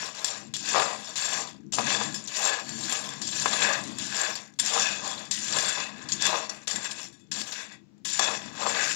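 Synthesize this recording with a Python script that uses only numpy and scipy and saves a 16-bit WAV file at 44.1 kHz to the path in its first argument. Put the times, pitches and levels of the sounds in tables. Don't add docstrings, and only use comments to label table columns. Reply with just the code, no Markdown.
import sys
import numpy as np
from scipy import signal
from scipy.fft import rfft, irfft
from scipy.io import wavfile
from scipy.ndimage import uniform_filter1d, map_coordinates

SR = 44100
rng = np.random.default_rng(int(sys.argv[2]) if len(sys.argv) > 2 else 0)


def attenuation_scalar(level_db):
    decades = np.asarray(level_db, float) / 20
    return 10 ** decades


def to_wav(sig):
    pcm = np.clip(np.atleast_2d(sig), -1, 1) * 32767
    pcm = np.round(pcm).astype(np.int16)
    wavfile.write(sys.argv[1], SR, pcm.T)


N = 394694

# [t/s, splash level/dB, t60/ms]
LANDINGS = [(0.0, -45, 60), (.244, -27.5, 380), (.538, -33.5, 550), (1.157, -31, 270), (1.722, -33.5, 890),
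            (2.143, -31, 200), (2.273, -33, 100), (3.215, -32, 330), (3.985, -36, 430), (4.354, -35, 160),
            (4.588, -23, 200), (5.311, -27.5, 420), (6.087, -36, 600), (6.119, -25, 110),
            (6.494, -31.5, 60), (6.672, -29, 790), (7.314, -32.5, 420), (8.048, -31, 800)]
# [peak t/s, clatter level/dB, time to rise 10 dB/ms,
# slide under the bowl over the clatter/dB, pressure on the bottom over the clatter/dB]
PUSHES = [(0.01, -37.2, 75, -6.0, -8.0), (0.201, -42.5, 52.5, -2.5, -4.5), (0.303, -43.5, 89.5, -0.5, -4),
          (0.73, -31.5, 97, -8, -12.5), (0.772, -37, 31.5, -3, 10.5), (0.837, -37.8, 77, -3, 4.5),
          (1.037, -44.8, 171.5, -9, -7.5), (1.238, -35.6, 79, -5, -12.0), (1.344, -37, 87, -5.0, -4.0),
          (1.74, -27.5, 12.5, -32, -17), (1.794, -41.5, 23, 1, 9.5), (1.918, -33.0, 94, -2.0, -2),
          (2.03, -47, 206.5, -10.0, -5.5), (2.384, -32, 74.5, -5.5, -25), (2.471, -33.5, 83, -3.5, -1.0),
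          (2.693, -41.5, 59, -9.5, -11.5), (2.822, -34.5, 56.5, -12.5, -14.5), (2.939, -33, 54, -6, -8.5),
          (3.069, -41.5, 105.5, -5, -6), (3.277, -34, 14.5, -15, -28), (3.416, -32.5, 120, -15.5, -14.5),
          (3.544, -32.7, 71, -6.5, -8.5), (3.626, -29.2, 39, 0, -9.0), (3.697, -34, 65.5, -1.0, 0.5),
          (3.859, -45.5, 131, -6.0, -6), (4.034, -37.5, 57, -9.5, -15.5), (4.167, -31.5, 43, -10.5, -27),
          (4.225, -34.8, 102, -3.5, -5.5), (4.664, -31.5, 39.5, -6.5, -16.5), (4.76, -28.5, 55, -5.5, -6.5),
          (4.88, -36.5, 90.5, -1.5, -5.5), (5.073, -37.5, 70.5, -6.5, -6.0), (5.209, -47, 59, -2.5, -4.5),
          (5.442, -33.5, 66, -10.0, -20.5), (5.599, -30.5, 100, -6.5, -8.5),
          (5.684, -50.5, 89.5, 10.5, -17), (5.774, -37, 76, -2, -5.5), (6.014, -54, 250, 2.5, 0),
          (6.248, -30, 48, -5.5, -29), (6.314, -36, 82, -1, 3), (6.509, -47.5, 69.5, -1, -3.0),
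          (6.751, -45, 157.5, 1, -4.0), (6.853, -36.5, 12, -4.5, -14), (6.915, -37, 11.5, -25, -28),
          (7.003, -42.2, 40, -9.0, -11.0), (7.378, -38.5, 62.5, -8.5, -13.0),
          (7.48, -38.5, 20.5, -8.0, -9.0), (7.528, -37, 10.5, -3, -13.5), (7.593, -41, 53, -1, -12),
          (7.72, -59.5, 38.5, 5, -2.0), (8.158, -33.5, 86, -7.5, -24), (8.221, -33, 32.5, 1, 0.5),
          (8.3, -35, 50, -3.5, -2.0), (8.385, -48, 118.5, -2, -4), (8.665, -34, 91, -3, -1.5),
          (8.804, -33.5, 71, 0.5, -5.5), (8.93, -34, 97, -6, -20)]
# [layer gain/dB, landing splash/dB, jolt of a bump/dB]
STROKE_LAYERS = [(0.78, -1, -25.5), (1.78, -18, -24.5), (1.16, -27.5, -17)]
# [f/Hz, spectral level/dB]
SHELL_COLOUR = [(500, -67.5), (1800, -31), (2600, -2), (3500, -6.5), (5500, -4), (7300, -4.5), (16000, 2)]
# [f/Hz, level/dB, t60/s]
SHELL_NOTES = [(2900, -9, .008), (3400, -4, .008), (4000, -4, .007), (4600, -4, .007), (5300, -4, .006),
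               (6000, -3, .006), (6700, -2, .006), (7300, 0, .006), (8500, -1, .004)]
# [f/Hz, level/dB, free t60/s]
SPOON_MODES = [(3730, -8, .15), (4532, -5, .15), (4845, -8, .15), (5257, -9, .28), (5710, -3, .18),
               (6210, -8, .12), (7025, -5, .15), (7058, -3, .27), (7310, -5, .1), (7447, 0, .15),
               (8400, -5, .12), (9095, 0, .15), (9430, -2, .12), (10100, -3, .1), (11700, 0, .04),
               (12300, 0, .1), (14600, 0, .1), (15300, 3, .1)]
# [f/Hz, level/dB, free t60/s]
BOWL_MODES = [(1080, -9, .25), (1660, -5, .2), (1695, -2, .25), (1932, -7, .25), (2552, -6, .22),
              (3420, -8, .2), (3465, -6, .25)]
# [f/Hz, spectral level/dB]
SLIDE_COLOUR = [(400, -17.5), (1300, -13), (1700, -0.5), (2600, 7), (3300, -11.5), (7000, -26.5)]
# [f/Hz, spectral level/dB]
DRAG_COLOUR = [(60, -75.5), (200, -37.5), (420, -8.5), (600, -0.5), (1200, 3), (1450, -20.5), (2500, -36),
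               (6000, -55)]
# [f/Hz, level/dB, t60/s before further damping]
PAN_MODES = [(489, -4, .06), (570, -4, .05), (640, -2, .06), (775, 1.5, .07), (975, -3, .06),
             (1047, -2, .06), (1139, -2, .06), (1195, -3, .05)]
# [f/Hz, spectral level/dB]
FLAME_COLOUR = [(24, -8.5), (40, -17), (64, -21), (108, -13.5), (148, -2.5), (172, -11), (207, 2),
                (240, -7), (342, -7), (377, -26), (420, -16.5), (550, -39), (920, -120)]
# [peak t/s, level/dB, time to fall 10 dB on either side/s (its sign has no effect)]
FLARES = [(.01, -48, -0.13), (.69, -43, 0.36), (1.45, -46.5, 0.34), (1.82, -34, 0.0855), (1.98, -41, 0.33),
          (2.14, -39.5, 0.08), (2.79, -36.5, 0.14), (3.33, -46, 0.56), (3.6, -43, 0.56), (3.95, -38.5, 0.2),
          (4.31, -43, -0.03), (4.64, -41, 0.04), (4.95, -43.5, 0.24), (5.63, -45, 0.5), (6.17, -43.5, 0.27),
          (6.77, -38.5, -0.03), (7.03, -49, -0.24), (7.38, -43.5, -0.1), (8.22, -42, 0.02),
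          (8.42, -46.5, 0.17), (8.9, -45, 0.83)]
# [f/Hz, spectral level/dB]
KITCHEN_COLOUR = [(240, -23.5), (400, -5.5), (462, -2), (830, -7), (2010, -12.5), (7210, -17.5),
                  (9000, -35.5), (11700, -69), (19800, -120)]
# [t/s before the onset delay, level/dB]
BUMPS = [(.029, -21), (.745, -8), (.758, -7.5), (.768, -21.5), (.798, -5), (.82, -7), (1.737, -29),
         (1.784, -4.5), (2.012, -12), (2.46, -12.5), (3.457, -5), (3.534, -17), (4.776, -11), (5.566, -13),
         (5.773, -19.5), (6.33, -13.5), (6.342, -13), (8.192, -8), (8.285, -10.5), (8.459, -29),
         (8.665, -9.5), (8.771, -24)]
# [t/s, level/dB, leading mode f/Hz, share of the free ring time 0-1]
TAPS = [(0.1497, -27.5, 4220, 0.04), (0.245, -15, 7470, 0.14), (0.539, -22, 7430, 0.05),
        (.5654, -22.5, 7450, 0.18), (.6893, -17.5, 7350, 0.19), (1.0448, -34, 5260, 0.6),
        (1.1573, -28, 7040, .1), (1.178, -22, 7040, 0.2), (1.255, -21, 7460, 0.3), (1.722, -28, 7400, 0.3),
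        (1.733, -26, 7070, .02), (2.1431, -26, 5260, 0.85), (2.3686, -19.5, 5710, 0.15),
        (2.6923, -28, 7450, 0.25), (2.8956, -22, 7280, 0.22), (2.924, -18, 7270, 0.13),
        (3.0899, -26, 3490, 0.22), (3.2176, -21.5, 7330, 0.1), (3.2892, -26, 3750, 0.19),
        (3.8382, -25, 3720, 0), (3.8752, -28, 7100, 0), (3.9853, -22, 7450, 0.06), (4.1659, -21, 7120, 0.1),
        (4.2138, -16, 7490, 0.18), (4.3546, -24, 4520, 0.15), (4.5384, -50, 5680, .16),
        (4.5975, -10.5, 7500, 0.2), (4.6607, -15, 7060, 0.07), (4.7358, -19, 7010, 0.6),
        (5.076, -21, 7060, 0.12), (5.1138, -28, 7330, 0.2), (5.1911, -35, 7000, 0.17),
        (5.253, -35, 3460, 0.2), (5.3107, -19.5, 7430, 0.17), (5.5244, -19.5, 7250, 0.3),
        (5.5865, -14.5, 7020, 0.2), (5.683, -21.5, 7020, 0.33), (6.0886, -26.5, 5270, 0.17),
        (6.12, -23.5, 7410, 0.2), (6.2228, -16, 7460, 0.15), (6.267, -13, 1680, .06),
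        (6.4944, -26, 5740, 0.26), (6.6781, -14.5, 3890, 0.09), (6.7115, -21, 7050, .22),
        (6.7595, -23, 7440, 0.22), (6.8446, -24, 5860, 0.14), (7.0287, -37.5, 5270, 0.5),
        (7.084, -40, 7080, 0.13), (7.126, -46, 1690, 1), (7.14, -50, 1080, 1), (7.1964, -53, 2550, .9),
        (7.2084, -56, 3465, .8), (7.3166, -23, 5280, .22), (7.36, -29, 3490, .13), (7.416, -22, 4520, 0.13),
        (7.5235, -28.5, 3650, 0.27), (7.7263, -41.5, 3480, 0.2), (7.9794, -60, 1930, .26),
        (8.0476, -31, 4800, 0.1), (8.0539, -24, 7040, 0.3), (8.0716, -27, 7050, 0.07),
        (8.104, -25, 7260, 0.3), (8.1933, -12.5, 1700, 0.21), (8.2406, -22.5, 5710, 0.33)]
# [f/Hz, gain/dB]
MICROPHONE = [(20, -51.5), (60, -7), (110, -4), (7550, -3), (8200, -16.5), (9600, -20), (10700, -28.5),
              (13000, -36), (15000, -31), (16000, -36.5)]
# [f/Hz, spectral level/dB]
AMPLIFIER_COLOUR = [(20, -16), (60, -3), (110, 0), (300, -7), (800, -13), (2000, -17), (6000, -19),
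                    (8000, -30), (13500, -32), (15000, -22)]


def unit(x):
    return x / np.sqrt(np.mean(x ** 2) + 1e-20)


def wobble(rate):
    knots = rng.standard_normal(int(N * rate / SR) + 4)
    return map_coordinates(knots, [np.arange(N) * rate / SR], order=1)


def coloured(x, points):
    hz, db = np.transpose(points)
    size = 4096
    log_hz = np.log(np.fft.rfftfreq(size, 1 / SR) + 1)
    gain = attenuation_scalar(np.interp(log_hz, np.log(hz), db))
    cepstrum = irfft(np.log(gain))
    cepstrum[1:size // 2] *= 2
    cepstrum[size // 2 + 1:] = 0
    response = irfft(np.exp(rfft(cepstrum)))
    return signal.oaconvolve(x, response)[:N]


def contacts(per_second, spread_db):
    chance, size, sign = rng.random(N), rng.exponential(size=N), rng.standard_normal(N)
    happens = chance < per_second / SR
    return unit(happens * attenuation_scalar(spread_db * np.minimum(size, 5.5)) * sign)


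def clicks(force, points):
    filter_gain = np.std(coloured(rng.standard_normal(N), points))
    return coloured(force, points) / filter_gain


def ringing(force, modes, damping, move_db, move_rate):
    out = np.zeros(N)
    for hz, db, t60 in modes:
        radius = attenuation_scalar(-60 / (t60 * damping * SR))
        drive = force * attenuation_scalar(db + move_db * wobble(move_rate))
        zeros = np.sqrt(1 - radius * radius) / 2 * np.array([1, 0, -1])
        poles = [1, -2 * radius * np.cos(2 * np.pi * hz / SR), radius * radius]
        out += signal.lfilter(zeros, poles, drive)
    return out


def dying(t, s, db, t60):
    power = attenuation_scalar(2 * (db - 60 * np.abs(t - s) / t60))
    return (power * (t >= s)).sum(axis=0)


def stroke_levels():
    step = 64
    fall_over_rise, jolt_t60_s = 1.58, 0.065
    settle_db, settle_t60_s = -21.5, 0.6
    t = np.arange(0, N + step, step) / SR
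    landing_s, landing_db, landing_t60_ms = np.transpose(LANDINGS)
    splash = dying(t, landing_s[:, None], landing_db[:, None], landing_t60_ms[:, None] / 1000)
    bump_s, bump_db = np.transpose(BUMPS)[:, :, None]
    jolt = dying(t, bump_s, bump_db, jolt_t60_s)
    s, db, rise_ms, slide_db, press_db = np.transpose(PUSHES)[:, :, None]
    width_s = rise_ms / 1000 * np.where(t < s, 1, fall_over_rise)
    swell_db = db - 10 * ((t - s) / width_s) ** 2
    landed = t >= landing_s[np.searchsorted(landing_s, s) - 1]
    levels, keep = [], attenuation_scalar(-120 * step / SR / settle_t60_s)
    for (gain_db, splash_db, jolt_db), share_db in zip(STROKE_LAYERS, (0, slide_db, press_db)):
        pushes = (landed * attenuation_scalar(2 * (swell_db + share_db))).sum(axis=0)
        power = pushes + attenuation_scalar(2 * splash_db) * splash + attenuation_scalar(2 * jolt_db) * jolt + 1e-10
        settling = signal.lfilter([1 - keep], [1, -keep], power)
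        power = power + attenuation_scalar(2 * settle_db) * settling
        levels.append(gain_db + np.interp(np.arange(N) / SR, t, 10 * np.log10(power)))
    return levels


def shell_clatter(level_db, clumps):
    per_second = 12000 * np.clip(attenuation_scalar(0.96 * (level_db + 38.5)), 0.05, 1)

    def tumble(share):
        ticks = contacts(per_second * share, spread_db=2.5)
        return attenuation_scalar(level_db) * unit(clumps * ticks / np.sqrt(per_second))

    ticks = tumble(1)
    notes = np.zeros(N)
    for note in SHELL_NOTES:
        notes += ringing(tumble(0.06), [note], damping=1, move_db=4, move_rate=45)
    spoon = ringing(ticks, SPOON_MODES, damping=0.28, move_db=5.5, move_rate=13)
    return attenuation_scalar(1.0) * clicks(ticks, SHELL_COLOUR) + attenuation_scalar(-2.5) * notes + attenuation_scalar(-6) * spoon


def shell_slide(level_db, clumps):
    slips = attenuation_scalar(level_db) * unit(clumps * contacts(5000, spread_db=2))
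    pressed = ringing(slips, BOWL_MODES, damping=0.1, move_db=6, move_rate=8)
    return attenuation_scalar(-3) * clicks(slips, SLIDE_COLOUR) + attenuation_scalar(-1.5) * pressed


def edge_drag(level_db):
    unevenness = attenuation_scalar(1.6 * wobble(60))
    stutter = attenuation_scalar(level_db) * unit(unevenness * contacts(2500, spread_db=1.4))
    pan = ringing(stutter, PAN_MODES, damping=1.0, move_db=2.0, move_rate=11)
    return attenuation_scalar(-1.5) * clicks(stutter, DRAG_COLOUR) + attenuation_scalar(-3.0) * pan


def stirring():
    clatter_db, slide_db, drag_db = stroke_levels()
    clumps = attenuation_scalar(1.4 * wobble(35) + 0.97 * wobble(110))
    return shell_clatter(clatter_db, clumps) + shell_slide(slide_db, clumps) + edge_drag(drag_db)


def flame():
    t = np.arange(N) / SR
    coarse_t = t[::64]
    power = attenuation_scalar(2 * -53)
    for s, db, width_s in FLARES:
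        power = power + attenuation_scalar(2 * db - 20 * np.minimum(((coarse_t - s) / width_s) ** 2, 9))
    level = np.interp(t, coarse_t, np.sqrt(power))
    flutter = attenuation_scalar(1.6 * wobble(12))
    return level * flutter * unit(coloured(rng.standard_normal(N), FLAME_COLOUR))


def kitchen():
    return attenuation_scalar(-69.5) * unit(coloured(rng.standard_normal(N), KITCHEN_COLOUR))


def bumps():
    push, t = np.zeros(N + SR), np.arange(SR // 50) / SR
    push_hz, onset_delay_s = 1020, 0.0011
    cycles = t * push_hz
    shape = cycles ** 1.5 * np.exp(-3 * cycles) * np.sin(2 * np.pi * cycles)
    for s, db in BUMPS:
        start = round((s + onset_delay_s) * SR)
        push[start:start + len(t)] -= attenuation_scalar(db + 17.5) * shape
    push = push[:N]
    ring = ringing(push, PAN_MODES + BOWL_MODES[:3], damping=0.62, move_db=0.5, move_rate=30)
    return push + attenuation_scalar(-23.0) * ring


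def taps():
    out, t = np.zeros(N + SR), np.arange(SR // 3) / SR
    hz, level, t60 = np.transpose(BOWL_MODES + SPOON_MODES)[:, :, None]
    for s, db, lead_hz, free in TAPS:
        distance = np.abs(hz - lead_hz)
        leads = distance == distance.min()
        strength = level - 6 * (hz < 3000) + 11 * leads + 3 * rng.standard_normal(hz.shape)
        decay = attenuation_scalar(strength - 60 * t / (t60 * np.clip(free, 0.02, 1)))
        modes = decay * np.sin(2 * np.pi * (hz * t + rng.random(hz.shape)))
        onset = 1 - np.exp(-t / 0.00033)
        ring = modes.sum(axis=0) * onset / np.linalg.norm(attenuation_scalar(strength))
        bright = np.gradient(np.gradient(rng.standard_normal(len(t)))) / 0.23
        crack = 0.26 * attenuation_scalar(-60 * t / 0.029) * bright
        start = round(s * SR)
        out[start:start + len(t)] += attenuation_scalar(db + 5.0) * (ring + crack)
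    return out[:N]


def walls(x):
    t = np.arange(SR // 3) / SR
    tail = rng.standard_normal(len(t)) * attenuation_scalar(-60 * t / 0.18)
    delayed = np.pad(x, (130, 0))
    return signal.oaconvolve(delayed, tail / np.linalg.norm(tail))[:N]


def treble_dropouts(x, from_hz, depth_db):
    hz, t, z = signal.stft(x, SR, nperseg=1024)
    field = uniform_filter1d(rng.standard_normal(z.shape), size=11, axis=0)
    field = uniform_filter1d(field, size=4, axis=1)
    gain = attenuation_scalar(4 - depth_db * np.clip(unit(field) + 0.2, 0, 3))
    z = z * np.where(hz[:, None] > from_hz, gain, 1)
    return signal.istft(z, SR, nperseg=1024)[1][:N]


def scene():
    pan = stirring() + bumps() + taps()
    left = pan + attenuation_scalar(-11.0) * walls(pan) + flame() + kitchen()
    return np.array([left, np.zeros(N)])


def low_pass(x):
    return signal.sosfilt(signal.butter(12, 15600, fs=SR, output="sos"), x)


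def record(dry):
    heard = coloured(dry[0], MICROPHONE)
    left = attenuation_scalar(4) * treble_dropouts(heard, from_hz=9800, depth_db=15)
    right = attenuation_scalar(-75.3) * unit(coloured(rng.standard_normal(N), AMPLIFIER_COLOUR))
    return low_pass(np.array([left, right]))


dry = scene()
out = record(dry)
to_wav(out)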